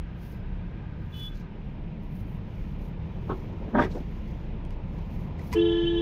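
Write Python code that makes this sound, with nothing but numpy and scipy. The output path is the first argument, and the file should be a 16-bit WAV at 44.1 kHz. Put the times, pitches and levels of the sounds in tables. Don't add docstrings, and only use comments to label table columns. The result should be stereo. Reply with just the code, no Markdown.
import sys
import numpy as np
from scipy import signal
from scipy.fft import rfft, irfft, next_fast_len
from scipy.io import wavfile
from scipy.ndimage import uniform_filter1d, map_coordinates

SR = 44100
rng = np.random.default_rng(int(sys.argv[2]) if len(sys.argv) > 2 else 0)


def ratio_of_db(decibels):
    return 10 ** (np.asarray(decibels, float) / 20)


def wrap_up_sound(samples):
    columns = np.atleast_2d(samples).T
    tamed = np.clip(columns, -1, 1)
    steps = np.round(tamed * 32767).astype(np.int16)
    wavfile.write(sys.argv[1], SR, steps)


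N = 265041
T = np.arange(N) / SR


def since(start):
    return np.maximum(T - start, 0)


def unit(x):
    return x / np.sqrt(np.mean(x ** 2) + 1e-20)


def along(points, hz):
    f, v = np.transpose(points)
    return np.interp(np.log(hz + 1), np.log(f + 1), v)


def curves(rows):
    s, *cols = np.transpose(rows)
    return [np.interp(T, s, c) for c in cols]


def wobble(rate):
    knots = rng.standard_normal(int(N * rate / SR) + 4)
    return map_coordinates(knots, [np.arange(N) * rate / SR])


def white():
    return rng.standard_normal((2, N))


def rough(depth_db, rate):
    return white() * ratio_of_db(depth_db * wobble(rate))


def filtered(x, response):
    n = x.shape[-1]
    m = next_fast_len(n + SR // 2)
    return irfft(rfft(x, m) * response(np.fft.rfftfreq(m, 1 / SR)), m)[..., :n]


def band(f, centre, width):
    return 1j * f * width / (centre * centre - f * f + 1j * f * width)


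def gate(start, rise, hold=9, t60=.1):
    t = since(start)
    return (1 - np.exp(-t / rise)) ** 2 * ratio_of_db(-60 * np.maximum(t - hold, 0) / t60)


def bursts(times, dbs, rise, t60):
    t = since(np.asarray(times)[:, None])
    level = ratio_of_db(np.asarray(dbs)[:, None] - 60 * t / t60)
    return np.sqrt(np.sum((level * (1 - np.exp(-t / rise))) ** 2, axis=0))


# f/Hz, likeness
PORT_LIKENESS = [(60, 0.97), (100, 0.98), (180, 0.97), (310, 0.27), (550, -0.02), (950, -0.41),
                 (1650, -0.44), (2860, 0.01), (4970, -0.03), (8640, 0.0), (15000, -0.06)]
# f/Hz, left minus right level/dB
PORT_LEAN = [(60, -1.0), (110, -1.0), (200, -2.5), (380, -1.5), (700, -2.0), (1290, -4.0), (2380, -4.0),
             (4400, -6.5), (8120, 0.5), (15000, -1.5)]


def ports(pair, gain):
    def coloured(hz):
        turn = np.arccos(np.clip(along(PORT_LIKENESS, hz), -1, 1)) / 2
        return gain(hz) * [np.cos(turn), np.sin(turn)]
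    mid, side = filtered(pair, coloured)
    both = np.array([mid + side, mid - side])
    return unit(filtered(both, lambda hz: ratio_of_db(along(PORT_LEAN, hz) * [[.5], [-.5]])))


def rush(spectrum, patchy_db):
    z = signal.stft(white(), nperseg=512)[2]
    field = uniform_filter1d(rng.standard_normal(z.shape[1:]), size=6, axis=0)
    field = uniform_filter1d(field, size=12, axis=1)
    pair = signal.istft(z * ratio_of_db(patchy_db * unit(field)), nperseg=512)[1][:, :N]
    return ports(pair, lambda hz: ratio_of_db(along(spectrum, hz)))


def horn(hz, multiples, change_db, drift_db, waver):
    phase = 2 * np.pi * np.cumsum(hz * (1 + waver * wobble(30))) / SR
    out = np.zeros((2, N))
    for k, left_db, right_db, lead in multiples:
        drift = drift_db * np.log2(k) * np.array([wobble(8.6), wobble(13)])
        start = rng.uniform(0, 2 * np.pi) + np.array([[lead], [0]]) + 0.32 * drift
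        level_db = np.array([[left_db], [right_db]]) + change_db(k) + drift
        out += ratio_of_db(level_db) * np.sin(k * phase + start)
    return np.sqrt(2) * out


HORN_S = 5.544
LATE_S = .028


def surge(rise, over_db, settle, late=0):
    start = HORN_S + late
    return 20 * np.log10(gate(start, rise) + 1e-8) + over_db * np.exp(-since(start) / settle)


LOW_HZ, HIGH_HZ = 340.35, 432.8
# multiple, left level/dB, right level/dB, left lead/rad
LOW_HORN = [(1, -33, -21, -0.7), (2, -50, -55, 1.7), (3, -51, -56, -1.9), (4, -59, -53, 2.4),
            (5, -64, -46, -2.9), (6, -69, -62, -0.9), (7, -62, -66, -0.3), (8, -63, -60, -2.7),
            (9, -46, -45, -3.0), (10, -56, -54, 3.0), (11, -62, -57, -0.2), (12, -82, -78, 1.0),
            (13, -87, -81, 1.0), (14, -79, -78, 2.6), (15, -79, -74, 0.2), (16, -95, -95, -1.8),
            (17, -79, -80, 0.6), (19, -86, -93, -0.8), (20, -87, -98, 0.5), (21, -91, -96, 0.1)]
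HIGH_HORN = [(1, -37, -33, -0.5), (2, -55, -56, -0.5), (3, -70, -67, -0.9), (4, -43, -45, 2.7),
             (5, -66, -64, -3.1), (6, -75, -68, 2.3), (7, -45, -48, 3.0), (8, -60, -56, 2.8),
             (9, -80, -72, 1.6), (10, -82, -85, 2.2), (11, -80, -79, 2.4), (12, -78, -73, -3.1),
             (13, -85, -100, -0.4), (14, -77, -83, -0.5), (15, -77, -84, 1.0), (16, -97, -106, -3.0),
             (17, -87, -101, 1.8), (18, -97, -105, -0.8), (19, -99, -116, -2.4), (20, -93, -102, 1.6)]
# f/Hz, left level/dB, right level/dB, left lead/rad
SUM_TONES = [(3881, -75, -72, .5), (3925, -77, -74, .5), (4147, -82, -80, .5), (4308, -80, -76, .5),
             (4352, -80, -71, .5), (4405, -84, -80, .5), (4783, -82, -79, .5), (5220, -88, -86, .5),
             (6130, -90, -90, .5), (6804, -88.5, -92, .5), (6925, -92, -94, .5), (7790, -95, -96, .5),
             (8166, -96, -99, .5), (8694, -88, -92, .5)]


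def two_tone_horn():
    over_db = surge(.011, 11, .027)
    late_db = surge(.011, 0, 1, LATE_S)
    upper = lambda hz: late_db if hz > 3200 else over_db
    t = since(HORN_S)
    left_db = 4.5 * np.exp(-t / .083) * [[1], [0]]
    low_db = surge(.016, 10, .08, late=.006) + left_db
    echo = 1 - .75 * np.exp(2j * np.pi * (T - 5.88) / .77)
    high_db = 2.5 + surge(.0043, 1.5, .08) + 20 * np.log10(abs(echo))
    high_db = high_db + left_db + 1.2 * np.array([wobble(30), wobble(30)])
    low_pitch = LOW_HZ * (1 - .1 * np.exp(-t / .013))
    low = horn(low_pitch, LOW_HORN[:1], lambda k: low_db, drift_db=.55, waver=.0004)
    low = low + horn(LOW_HZ, LOW_HORN[1:], lambda k: upper(k * LOW_HZ), drift_db=.55, waver=.0004)
    high_change = lambda k: high_db if k == 1 else upper(k * HIGH_HZ)
    high = horn(HIGH_HZ, HIGH_HORN, high_change, drift_db=.55, waver=.0004)
    thin = horn(1, SUM_TONES, upper, drift_db=.25, waver=.001)
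    return low + high + thin


def swells(rows):
    s, half, db = np.transpose(rows)[:, :, None]
    turn = np.cumsum(rng.normal(0, 1.2, s.shape), axis=0)
    return np.sum(ratio_of_db(db) * np.exp(1j * turn - ((T - s) / half) ** 2), axis=0)


# multiple, left level/dB, right level/dB, left lead/rad
DISC_LINES = [(8, -55, -49, 2.2), (9, -43, -35, -2.0), (10, -47, -42, -2.1), (11, -58, -52, 2.0),
              (12, -80, -77, 1), (14, -84, -82, 2.6)]
# middle t/s, half length/s, level/dB
EIGHTH_SWELLS = [(5.565, .008, 9), (5.587, 0.011, 14), (5.615, .01, 8), (5.66, .014, 4), (5.69, .012, 6),
                 (5.73, .008, 2), (5.775, .01, 3), (5.815, .017, 5), (5.865, .014, 6), (5.9, .012, -1),
                 (5.96, .02, 0), (5.995, .01, 3)]
NINTH_SWELLS = [(5.568, .009, 2), (5.595, .01, 2), (5.625, .012, 4.5), (5.665, .012, 4), (5.695, .01, -0.5),
                (5.728, .011, 7), (5.758, 0.0059, 4), (5.785, .018, 6), (5.83, .02, 2), (5.885, .024, 7),
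                (5.945, .01, -2), (5.975, .016, 4), (6.005, .01, 0)]
TENTH_SWELLS = [(5.596, .008, 7), (5.622, 0.012, 4), (5.665, .011, 4), (5.701, .007, 7), (5.725, .012, 2),
                (5.755, .006, 1), (5.772, 0.0068, 1), (5.803, .011, 1), (5.84, .012, 4), (5.875, 0.0097, 3),
                (5.908, .017, 7), (5.95, .01, 2), (5.985, 0.017, 4)]


def tone_disc():
    def shake():
        return wobble(58) + 1j * wobble(58) + .4 * (wobble(350) + 1j * wobble(350))
    out = np.zeros((2, N))
    rise_s = .0088
    listed = {8: EIGHTH_SWELLS, 9: NINTH_SWELLS, 10: TENTH_SWELLS}
    for k, left_db, right_db, lead in DISC_LINES:
        own = np.array([shake(), shake()])
        if k in listed:
            flutter = swells(listed[k]) * (1 + own * [[.45], [.12]])
            flutter = flutter + .28 * own * gate(HORN_S, rise_s)
            flutter = flutter * ratio_of_db(2 if k == 9 else 5.5)
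        else:
            flutter = .3 + .7 * shake() + .65 * own
            flutter = flutter * ratio_of_db(surge(rise_s, 9.5, .049, 1.5 * LATE_S))
        carrier = np.exp(1j * (2 * np.pi * k * LOW_HZ * T + np.array([[lead], [0]])))
        out += ratio_of_db(np.array([[left_db], [right_db]])) * (flutter * carrier).real
    return out


def trim_buzz():
    noise = ports(white(), lambda f: band(f, 4800, 2200) ** 2)
    return ratio_of_db(-76 + surge(.005, 12, .05) + 1.5 * wobble(60)) * noise


# f/Hz, density/dB per Hz
PAD_SPECTRUM = [(700, -24.5), (983, 3.5), (1770, -14.5), (1990, 0), (2620, -12), (3600, -18), (4780, -11),
                (7750, -21), (14500, -27.5), (15900, -36.5)]
# t/s, level/dB
PALM = [
    (5.5275, -30),
    (5.5334, -28.5),
    (5.539, -32.5),
]
# f/Hz, level/dB, t60/s
PAD_RINGS = [(980, -5.5, .09), (1990, -3.5, .05), (2425, -8.5, .04), (2930, -19, .04), (4860, -17, .02),
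             (5800, -20, .02), (6440, -18, .02)]


def slap():
    touch_s, slap_s = 5.514, 5.527
    touch = ratio_of_db(-47) * gate(touch_s, .0027, hold=.015, t60=.02)
    s, db = np.transpose(PALM)
    blow = bursts(s, db - 1.0, .0006, .03)
    tail = ratio_of_db(-45.5) * gate(slap_s, .0005, hold=0, t60=.28)
    thud = ratio_of_db(-20.5) * gate(slap_s + .0059, .0017, hold=0, t60=.11)
    thud = thud * np.sin(2 * np.pi * 74 * (T - slap_s - .005))
    body = ratio_of_db(-29) * gate(touch_s, .004, .01, .12) * np.sin(2 * np.pi * 220 * T)
    ring = np.zeros((2, N))
    for at, level in PALM:
        t = since(at)
        for hz, mode_db, t60 in PAD_RINGS:
            turn = rng.uniform(0, 2 * np.pi, (2, 1))
            decay = ratio_of_db(level + mode_db + 1.5 - 60 * t / t60) * (1 - np.exp(-t / .0008))
            ring += decay * np.sin(2 * np.pi * hz * t + turn)
    contact = (touch + blow + tail) * ratio_of_db(2.2 * wobble(600)) * rush(PAD_SPECTRUM, patchy_db=1.5)
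    return thud + body + ring + contact


def thumps(slips):
    t = since(slips[:, :1])
    ring = ratio_of_db(slips[:, 1:2] + 3.5 - 60 * t / .098) * (1 - np.exp(-t / .0023))
    phase = 2 * np.pi * slips[:, 2:3] * t
    return np.array([np.sum(ring * np.sin(phase + lead), axis=0) for lead in (.3, -.3)])


def snaps(s, db):
    t = since(s[:, None])
    level = ratio_of_db(db[:, None] - 4.5 - 60 * t / .012)
    kick = np.sum(level * np.sin(2 * np.pi * 800 * t), axis=0)
    return kick * np.array([[.3], [1]])


def wiper_turn(slips, panel, top_hz):
    slips = np.array(slips)
    s, thump_db, _, rubber_over_db = slips.T
    rubber_db = rubber_over_db + thump_db
    wet_db = np.where(s > 3.7, 170 * np.minimum(s - 3.81, 0), -2)
    scrape_db = thump_db - 26.5 + wet_db + 9 * np.exp(-((s - 3.826) / .02) ** 2)

    def glass_modes(f):
        return sum((-1) ** k * ratio_of_db(db) * band(f, c, 1.6 * w) for k, (c, w, db) in enumerate(panel))

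    def scrape_modes(f):
        dull = 1.2 * band(f, 2300, 700) ** 2 + .65 * band(f, 2800, 500) ** 2
        return dull + band(f, 3400, 500) ** 2 + .1 * band(f, 4600, 3200) ** 4

    glass = ports(rough(2.2, 250), glass_modes)
    rumble = ports(rough(2.2, 250), lambda f: band(f, 317, 340) ** 2)
    scrape = ports(rough(2.2, 250), scrape_modes)
    body = bursts(s, rubber_db - 3.5, .0033, .1) * glass
    body = body + bursts(s, thump_db + .5, .0029, .11) * rumble
    body = body + thumps(slips) + snaps(s, rubber_db)
    dull = filtered(body, lambda f: 1 / (1 + (f / top_hz) ** 8))
    return dull + bursts(s, scrape_db + 3.0, .0031, .091) * scrape


# t/s, thump level/dB, thump f/Hz, rubber over thump/dB
PARK_TURN = [
    (3.28, -39, 125, 3),
    (3.292, -38, 299.4, 10),
    (3.297, -28.5, 421, 8),
    (3.308, -38, 125, 12),
    (3.318, -31.5, 375, -6),
    (3.331, -35, 339, -9),
]
FAR_TURN = [(3.621, -38, 200, -1), (3.679, -36, 272.8, -2), (3.731, -27.5, 223, -12),
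            (3.741, -25.5, 275, 1), (3.749, -19.5, 226, 7.5), (3.765, -19, 255, -5), (3.773, -26, 273, 5),
            (3.782, -25, 256, 15), (3.792, -19, 260, 6), (3.806, -27, 443, 0), (3.813, -27.5, 310, 11.5),
            (3.8225, -28, 328, 6), (3.835, -30, 380, 6), (3.842, -33.5, 430, 7), (3.851, -35.5, 372, 1),
            (3.864, -39, 372, -9), (3.918, -43, 187, -11), (3.949, -30.5, 486.5, -13),
            (3.966, -34.5, 356, -13), (4.001, -34.5, 263, -21)]
# f/Hz, width/Hz, level/dB
COWL_MODES = [(842, 56, -3), (1082, 27, 2), (1280, 16, 6)]
GLASS_MODES = [(595, 10, -2), (767, 42, -6.5), (940, 6.5, 1.5), (1213, 36, -4.5), (1465, 21, -8),
               (1620, 66, -8), (1840, 15.8, -11.5), (1850, 72, -18)]
# t/s, level/dB, f/Hz
LINKAGE = (3.913, -45.5, 4160)


def wipers():
    link = ports(white(), lambda f: band(f, LINKAGE[2], 500) ** 2)
    clack = bursts(LINKAGE[:1], LINKAGE[1:2], .004, .08) * link
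    park = wiper_turn(PARK_TURN, COWL_MODES, top_hz=1710)
    return park + wiper_turn(FAR_TURN, GLASS_MODES, top_hz=1950) + clack


# t/s, peak level/dB, f/Hz
ARM_JERKS = [
    (3.2987, -21, 400),
    (3.7514, -14, 400),
    (3.7942, -15, 600),
    (3.7975, -14.5, 500),
    (3.8237, -12.5, 800),
    (3.9563, -20.5, 260),
]


def jerks():
    s, db, hz = np.transpose(ARM_JERKS)[:, :, None]
    u = since(s) * hz
    pull = -np.sum(ratio_of_db(db + 5.5 - 29 * u) * np.sin(2 * np.pi * u) * (1 - np.exp(-9 * u)), axis=0)
    bump = ratio_of_db(-25 - 60 * T / .06) * np.cos(2 * np.pi * 70 * T)
    return pull * ratio_of_db([[-2], [2]]) + bump


# start t/s, rise/s, hold/s, t60/s, low level/dB, bright level/dB
BLADE_DRAGS = [
    (3.288, .006, .035, .12, -55, -64),
    (3.744, .006, .06, .1, -38, -56.5),
    (3.781, 0.013, .065, 0.09, -35, -47),
]


def drag():
    def low_modes(f):
        modes = band(f, 980, 200) - 1.1 * band(f, 1230, 120) + band(f, 1580, 120) - band(f, 1800, 150)
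        return modes / (1 + (f / 2000) ** 8)
    low = ports(rough(2.5, 200), low_modes)
    bright = ports(rough(2.5, 200), lambda f: band(f, 2360, 900) ** 2 + .95 * band(f, 3230, 800) ** 2)
    out = 0
    for s, rise, hold, t60, low_db, bright_db in BLADE_DRAGS:
        out = out + gate(s, rise, hold, t60) * (ratio_of_db(low_db) * low + ratio_of_db(bright_db) * bright)
    return out


# start t/s, hold/s, f/Hz, width/Hz, level/dB
WET_RUBS = [(3.291, .028, 1200, 450, -36), (3.285, .03, 700, 400, -41), (3.742, .065, 3300, 500, -54.5),
            (3.772, .022, 1300, 800, -27), (3.784, .058, 2350, 800, -45.5), (3.784, .07, 5160, 2400, -56),
            (3.806, .018, 3450, 450, -44.5), (3.808, .035, 1730, 600, -33), (3.897, .07, 5500, 3500, -64),
            (3.947, .028, 520, 350, -36), (5.512, .008, 2700, 1600, -46), (3.275, .055, 125, 60, -34),
            (3.294, .025, 2900, 1400, -54), (3.811, .01, 1200, 300, -31), (3.834, .014, 1850, 400, -35),
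            (3.901, .008, 3400, 900, -57)]


def rubs():
    out = 0
    for s, hold, hz, width, db in WET_RUBS:
        friction = ports(white(), lambda f: band(f, hz, 1.3 * width) ** 3)
        out = out + ratio_of_db(db) * gate(s, .004, hold, .09) * friction
    return out


# multiple, left level/dB, right level/dB, left lead/rad
FAR_HORN = [(6, -69, -61, 2.7), (7, -55, -45, -2.9), (8, -51, -43, 0.2)]


def far_beep():
    start_s, hold_s = 1.119, .162
    elapsed = since(start_s)
    t = np.minimum(elapsed, hold_s)
    direct = gate(start_s, .0043, hold_s, .065)
    echo = ratio_of_db(-16 + 1.2 * wobble(40)) * gate(start_s + hold_s + .027, .005, hold=.025, t60=.08)
    swap_db = 4 * np.tanh((T - 1.2) / .02)
    seventh = direct * ratio_of_db(6 - 65 * t) * gate(start_s + .01, .011) + echo * ratio_of_db(4)
    eighth = (direct + echo) * ratio_of_db(-2.5 + 8 * t + swap_db)
    chirp = .03 * np.exp(-elapsed / .0064)
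    lift = .02 * np.exp(-((elapsed - hold_s - .018) / .01) ** 2)
    change_db = lambda k: 20 * np.log10((eighth if k == 8 else seventh) + 1e-8)
    lines = horn(428.8 * (1 + chirp + lift), FAR_HORN, change_db, drift_db=.3, waver=.0007)
    fuzz = ports(white(), lambda f: band(f, 3300, 1200) ** 2)
    return lines + ratio_of_db(-59) * (direct + echo) * fuzz


# middle t/s, half length/s,
# fine level/dB, coarse rub over it/dB
STROKES = [(0.276, 0.054, -64.5, -2), (1.06, .05, -81.5, 4), (1.209, 0.052, -60, -1.5),
           (1.381, 0.025, -70.5, 8.5), (1.692, .04, -88, 4), (2.044, .02, -76.5, 1),
           (2.176, 0.045, -68, -4), (2.318, 0.043, -71.5, -3), (2.635, .1, -76.5, 4.5),
           (2.847, 0.035, -69.5, 0), (3.132, 0.065, -84.5, 8), (3.356, 0.1, -74, 5), (3.622, .12, -83, 9.5),
           (3.833, 0.024, -67.5, 5), (3.954, 0.052, -70, 6.5), (4.137, .08, -79, 7),
           (4.289, 0.026, -76, 7.5), (4.387, 0.067, -82.5, 10), (4.66, .012, -81, 0),
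           (4.721, .015, -81, 13.5), (4.975, .06, -79.5, 8.5), (5.173, 0.072, -72, 3),
           (5.406, .015, -72.5, 11), (5.483, 0.044, -63, -0.5), (5.537, 0.005, -55, 3),
           (5.585, .02, -85.5, 17), (5.721, .008, -78, 13)]
# f/Hz, density/dB per Hz
RUSTLE_SPECTRUM = [(7000, -40), (8500, -14.5), (10500, -5.5), (12500, -3), (15600, -2), (15900, -64.5)]
RUB_SPECTRUM = [(2500, -31), (4000, 0), (6500, -3), (8000, -17), (10000, -28)]


def cloth():
    s, half, fine_db, rub_db = np.transpose(STROKES)[:, :, None]
    step = 64
    times = np.arange(0, N + step, step) / SR
    away = (1 + ((times - s) / half) ** 4) ** .25 - 1
    level = lambda db: np.repeat(np.sqrt(np.sum(ratio_of_db(2 * db), axis=0)), step)[:N]
    fibres = ratio_of_db(1.8 * wobble(90))
    rest = ratio_of_db(-100)
    fine = (level(fine_db + .5 - 16 * away) + rest) * fibres * rush(RUSTLE_SPECTRUM, patchy_db=.3)
    coarse = level(fine_db + rub_db - .5 - 11 * away) * fibres * rush(RUB_SPECTRUM, patchy_db=.3)
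    return fine + coarse


# t/s, peak level/dB, ring f/Hz, ring share
TICKS = [(1.372, -47, 4500, .4), (3.819, -44, 3500, 2), (3.8235, -36, 3400, .8), (3.8385, -37, 1800, 3),
         (3.845, -40, 2900, 1.5), (4.2595, -52, 1770, .3), (4.6507, -43, 3220, .6), (4.707, -43, 2900, .6),
         (5.394, -42, 2000, 2), (5.416, -52, 2280, 2.5), (5.717, -50, 3040, .3)]


def ticks():
    out = np.zeros((2, N + SR))
    t = np.arange(SR // 20) / SR
    for s, db, hz, share in TICKS:
        crack = ratio_of_db(-60 * t / .011) * rng.standard_normal((2, len(t)))
        ring = ratio_of_db(-60 * t / .035) * np.sin(2 * np.pi * hz * t + [[0], [1.5]])
        first = round(s * SR)
        out[:, first:first + len(t)] += ratio_of_db(db - 1.0) * (crack + share * ring)
    return filtered(out[:, :N], lambda f: band(f, 3000, 5000) / (1 + 1j * f / 6000))


# t/s, firing f/Hz, firing line level/dB, octave level/dB
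ENGINE = [(0.1, 26.7, -50, -45), (0.31, 26.3, -46, -49), (0.52, 35.9, -34, -44),
          (0.89, 43.75, -53.5, -45.5), (1.32, 37.37, -36, -51), (1.53, 29.8, -43.5, -52),
          (1.88, 28.55, -37, -49), (2.02, 26.2, -44.5, -42.5), (2.54, 26.47, -44, -47.5),
          (2.67, 34.1, -37.5, -39.5), (3.26, 42.15, -43, -42.5), (3.65, 43.55, -57, -48),
          (3.81, 37.84, -38, -46.5), (4.09, 27.9, -39, -39), (4.82, 28.88, -34, -43.5),
          (5.2, 40.5, -40, -44.5), (5.45, 39.5, -44.5, -38), (5.88, 30.8, -40, -41.5)]


def engine():
    hz, first_db, second_db = curves(ENGINE)
    first_db = first_db + 2 * wobble(6)
    second_db = second_db + 2 * wobble(6)
    phase = 2 * np.pi * np.cumsum(hz) / SR
    first = ratio_of_db(first_db) * np.sin(phase + .3 * wobble(6))
    second = ratio_of_db(second_db) * np.sin(2 * phase + 1.3 * wobble(12))
    return np.sqrt(2) * (first + second)


# t/s, nearness/dB
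JAM = [
    (0, -3.5),
    (.6, -1.5),
    (1.2, -4),
    (1.9, -1.5),
    (2.9, 0.5),
    (3.85, 3.5),
    (4.3, 0),
    (5.45, 3),
    (6.01, 0.5),
]
# f/Hz, density/dB per Hz
BOOM_SPECTRUM = [(11, -17), (18, -2), (36, -6), (81, -7), (108, -6), (130, -8.5), (167, -5.5), (218, -11.5),
                 (254, -25.5), (300, -17.5), (390, -37), (660, -120)]
ROAD_SPECTRUM = [(130, -43), (220, -4.5), (255, -11), (372, -9), (748, -17), (973, -14.5), (1190, -27),
                 (1400, -42), (1820, -42), (3080, -120)]
HISS_SPECTRUM = [(650, -33), (1100, -23), (1190, -1), (1480, -2.5), (2410, -3), (3750, -14), (4530, -22),
                 (5100, -23), (9500, -46.5), (12400, -77.5), (20900, -120)]


def traffic():
    near_db, = curves(JAM)
    jolt = gate(5.54, .012, hold=0, t60=.35)
    boom = ratio_of_db(-39 + .3 * near_db + 3.5 + .94 * wobble(7))
    road = np.hypot(ratio_of_db(-45.5 + near_db + .6 * wobble(5)), ratio_of_db(-39) * jolt)
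    hiss = np.hypot(ratio_of_db(-55 + .27 * near_db + .4 * wobble(4)), ratio_of_db(-40.5) * jolt)
    out = boom * rush(BOOM_SPECTRUM, patchy_db=-.03)
    out = out + road * rush(ROAD_SPECTRUM, patchy_db=1)
    return out + hiss * rush(HISS_SPECTRUM, patchy_db=.8)


def whine():
    mesh = ports(white(), lambda f: band(f, 1580, 190) ** 2 + .86 * band(f, 1231, 80) ** 2)
    squeak = ports(white(), lambda f: band(f, 5000, 40) ** 2)
    gears = ratio_of_db(-57.5 + wobble(6)) * gate(0, .011, hold=1.45, t60=1.1)
    brake = ratio_of_db(-78.5) * gate(.31, .02, hold=.17, t60=.18)
    return gears * mesh + brake * squeak


def scene():
    own_horn = two_tone_horn() + tone_disc() + trim_buzz() + slap()
    windscreen = wipers() + jerks() + drag() + rubs()
    near = cloth() + ticks()
    return own_horn + windscreen + far_beep() + near + engine() + traffic() + whine()


def roll_off(x):
    return signal.sosfilt(signal.butter(12, 16480, fs=SR, output="sos"), x)


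def record(dry):
    lead_in = 2048
    top_hz, low_hz = 15780, 20.9
    rolling = np.pad(dry, ((0, 0), (lead_in, lead_in)), mode="reflect")
    kept = filtered(rolling, lambda f: (f < top_hz) * f ** 8 / (f ** 8 + low_hz ** 8))
    return roll_off(kept[:, lead_in:-lead_in])


dry = scene()
out = record(dry)
wrap_up_sound(out)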